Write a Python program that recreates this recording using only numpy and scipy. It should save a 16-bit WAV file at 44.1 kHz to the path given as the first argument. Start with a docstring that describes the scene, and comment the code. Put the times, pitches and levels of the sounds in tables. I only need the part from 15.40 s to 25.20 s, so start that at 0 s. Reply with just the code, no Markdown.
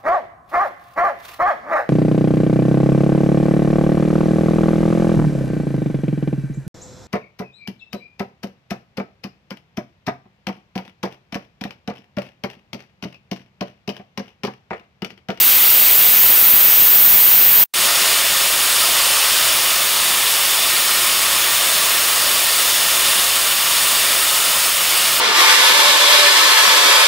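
"""Station platform: a standing steam locomotive blows off through its safety valves.
Beside the smokebox the turbulent jet is a shrill hiss topped by a wavering feedback screech,
loud enough to overload the microphone. The sound breaks off for 0.1 s and returns beside the cab,
fuller and hollower, coloured by the engine's pipes and plates, swaying as the plume moves in the air."""
import sys
import numpy as np
from scipy import signal
from scipy.fft import rfft, irfft
from scipy.io import wavfile

SR = 44100
rng = np.random.default_rng(int(sys.argv[2]) if len(sys.argv) > 2 else 0)


def store_wav(level_fs):
    """Save 16-bit WAV to argv[1]."""
    pcm = np.round(np.clip(np.atleast_2d(level_fs), -1, 1) * 32767)
    wavfile.write(sys.argv[1], SR, pcm.T.astype(np.int16))


N = 432170
TIME_S = np.arange(N) / SR
FREQS_HZ = np.maximum(np.arange(N // 2 + 1) * SR / N, 1)

# reflections off engine, platform and station wall: delay/s, gain/dB
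ECHOES = [(0.00559, -22.8), (0.01719, -28.3), (0.02002, -27.8), (0.02447, -29.3), (0.03006, -29.6),
          (0.03128, -28.8)]
# jet ranges, rows sizzle, hiss, rush, roar: low f/Hz, high f/Hz
JET_RANGES = [(11000, 16000), (5000, 11000), (2000, 5000), (15, 2000)]
# spectral shape beside the cab: f/Hz, relative level/dB
CAB_COLOUR = [(20, -19), (120, -15.5), (320, -15), (540, -11.5), (800, -7.5), (1050, -2), (1550, -4),
              (3000, -1.5), (6000, -9), (9000, -8.5), (10400, -9.5), (12700, -8.5), (15600, -3)]
# pipe and plate resonances and hollows: f/Hz, width/Hz, gain/dB
CAB_RESONANCES = [(45, 5, 6.8), (360, 13, 8.3), (445, 28, 5.6), (555, 58, 6.4), (612, 16, 6.2),
                  (666, 66, 5.6), (766, 14, -3.9), (802, 12, 4.5), (1158, 22, 6.3), (1209, 10, -7.6),
                  (1261, 22, 6.0), (1376, 24, 3.1), (1501, 13, -7.0), (1827, 20, 8.3), (2920, 240, 3.0),
                  (3565, 250, 5.4), (4132, 179, 2.8), (4687, 321, 4.3), (5320, 577, 4.9), (6414, 378, 2.8),
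                  (7017, 606, 5.5), (7710, 305, 2.9), (9127, 2060, 6.9), (11357, 1102, 4.2)]
# per jet range: mean relative level/dB, share of the plume's sway
CAB_LEVELS = [(-23, .15), (-20.5, 0.53), (-21, 0.6), (-26, 0.37)]
# plume sway, taken about its mean: t/s, level/dB
PLUME_SWAY = [(2.4, -17.5), (2.75, -16.5), (2.85, -20), (3.06, -16.5), (3.1, -20), (3.35, -17.5),
              (4.13, -17), (4.38, -20), (5.68, -19), (7.57, -18.5), (7.72, -16), (7.9, -20), (8.29, -20),
              (8.36, -18), (9.24, -19), (9.34, -22), (9.57, -17.5), (9.8, -20.5)]
# onset beside the cab: t/s, gain/dB
CAB_ONSET = [(2.325, -120), (2.334, -57), (2.3375, -24.5), (2.3385, -4), (2.365, 0), (2.39, 1.5)]
# spectral shape beside the smokebox: f/Hz, relative level/dB
SMOKEBOX_COLOUR = [(20, -29), (100, -27), (350, -21.5), (1100, -16.5), (2000, -15), (3000, -12),
                   (4000, -14.5), (5400, -16), (6800, -14.5), (9500, -13.5), (11600, -12), (13600, -2.7),
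                   (14700, -2.5), (15600, -6)]
# per jet range: level outside the shrill beam/dB, change inside/dB
SMOKEBOX_LEVELS = [(-11, 2.5), (-19.5, -1), (-20, -2.5), (-28, 0.1)]
# break-off beside the smokebox: t/s, gain/dB
SMOKEBOX_BREAK = [(2.238, 0), (2.239, -23), (2.257, -30), (2.266, -70), (2.28, -120)]
# brief dips of the screech: t/s, length/s, gain/dB
SCREECH_FALTERS = [(0.755, 0.021, -4), (1.317, .02, -14), (1.496, .03, -4)]
# microphone notch: f/Hz, width/Hz, gain/dB
MICROPHONE_DIP = [(7225, 135, -13.5)]


def from_db(db):
    """Decibels to gain."""
    return 10 ** (np.asarray(db) / 20)


def unit_rms(x):
    """Scale to rms 1."""
    return x / np.sqrt(np.mean(x ** 2) + 1e-20)


def curve_db(points):
    """Level curve at every sample."""
    t_s, db = np.transpose(points)
    return np.interp(TIME_S, t_s, db)


def colour_db(points):
    """Spectral shape, interpolated over log frequency."""
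    hz, db = np.transpose(points)
    return np.interp(np.log(FREQS_HZ), np.log(hz), db)


def bells_db(resonances):
    """Sum of bell-shaped lifts and dips."""
    return sum(db / (1 + (2 * (FREQS_HZ - hz) / width_hz) ** 2) for hz, width_hz, db in resonances)


def drift(rate_hz):
    """Random drift, rms 1: coarse noise through a double one-pole low-pass."""
    hop, settle = 40, 2000
    pole = np.exp(-2 * np.pi * rate_hz * hop / SR)
    noise = rng.standard_normal(N // hop + settle + 2)
    slow = signal.lfilter([1], [1, -2 * pole, pole * pole], noise)[settle:]
    return np.interp(np.arange(N) / hop, np.arange(len(slow)), unit_rms(slow))


def noise_floor(level_db=-80):
    """Faint white noise."""
    return from_db(level_db) * rng.standard_normal(N)


def reflections_db(cutoff_hz=8300):
    """Echoes ripple the spectrum of a steady hiss; rough surfaces return less treble."""
    returned = sum(from_db(db) * np.exp(-2j * np.pi * FREQS_HZ * delay_s) for delay_s, db in ECHOES)
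    return 20 * np.log10(np.abs(1 + returned / (1 + (FREQS_HZ / cutoff_hz) ** 2)))


def eddies(shape_db, low_hz, high_hz, sway_db, flutter_db, bands=5):
    """Turbulence in one range, rms 1; eddies of each size swell and flutter independently."""
    spectrum = rfft(rng.standard_normal(N)) * from_db(shape_db)
    edges_hz = np.linspace(low_hz, high_hz, bands + 1)
    turbulence = np.zeros(N)
    for from_hz, to_hz in zip(edges_hz, edges_hz[1:]):
        band = irfft(spectrum * ((FREQS_HZ >= from_hz) & (FREQS_HZ < to_hz)), N)
        turbulence += band * from_db(sway_db * drift(2.4) + flutter_db * drift(27))
    return unit_rms(turbulence)


def jet(shape_db, levels_db, sway_db, flutter_db, sputter_db):
    """Fine eddies at the valve lip sizzle, larger ones hiss and rush, the plume roars."""
    steam = sum(from_db(db) * eddies(shape_db, low_hz, high_hz, sway_db, flutter_db)
                for db, (low_hz, high_hz) in zip(levels_db, JET_RANGES))
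    return steam * from_db(sputter_db * drift(49))  # wet steam: all ranges sputter together


def screech(centre_hz=14612, wander_hz=38, jitter_hz=85, flutter_db=1.4):
    """The choked jet feeds back on the valve lip: one unsteady tone that falters now and then."""
    pitch_hz = centre_hz + wander_hz * drift(22) + jitter_hz * drift(260)
    tone = np.sin(2 * np.pi * np.cumsum(pitch_hz) / SR)
    tone = unit_rms(tone * from_db(flutter_db * drift(70)))
    falter_db = sum(db * np.exp(-(2 * (TIME_S - t_s) / length_s) ** 2)
                    for t_s, length_s, db in SCREECH_FALTERS)
    return tone * from_db(falter_db)


def jet_beside_cab():
    """Fuller side: rings in pipes and plates, echoes off the station, sways with the plume."""
    shape_db = colour_db(CAB_COLOUR) + bells_db(CAB_RESONANCES) + reflections_db()
    plume_db = curve_db(PLUME_SWAY)
    levels_db = [db + share * (plume_db - plume_db.mean()) for db, share in CAB_LEVELS]
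    steam = jet(shape_db, levels_db, sway_db=0.46, flutter_db=0.42, sputter_db=0.26)
    return steam * from_db(curve_db(CAB_ONSET))


def jet_beside_smokebox(into_beam_s=1.13, screech_share_db=-3.5):
    """Shrill side: the listener comes round into the jet's beam; sizzle grows, hiss recedes."""
    in_beam = np.clip(TIME_S / into_beam_s, 0, 1)
    sizzle_db, *lower_db = [db + change_db * in_beam for db, change_db in SMOKEBOX_LEVELS]
    share = from_db(screech_share_db) ** 2  # sizzle power taken by the screech
    levels_db = [sizzle_db + 10 * np.log10(1 - share), *lower_db]
    steam = jet(colour_db(SMOKEBOX_COLOUR), levels_db, sway_db=0.5, flutter_db=0.43, sputter_db=0.34)
    tone = from_db(sizzle_db) * np.sqrt(share) * screech()
    return (steam + tone) * from_db(curve_db(SMOKEBOX_BREAK))


def scene():
    """Smokebox, then cab, over the floor; both channels alike."""
    return np.tile(noise_floor() + jet_beside_smokebox() + jet_beside_cab(), (2, 1))


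def record(dry, overload=0.65, cutoff_hz=15720):
    """Microphone: narrow dip, overload that spreads the shrill top down as a rasp, steep low-pass."""
    notched = irfft(rfft(dry) * from_db(bells_db(MICROPHONE_DIP)), N)
    clipped = notched / (1 + (notched / overload) ** 6) ** (1 / 6)
    return signal.sosfilt(signal.ellip(14, .1, 80, cutoff_hz, fs=SR, output="sos"), clipped)


dry = scene()
out = record(dry)
store_wav(out)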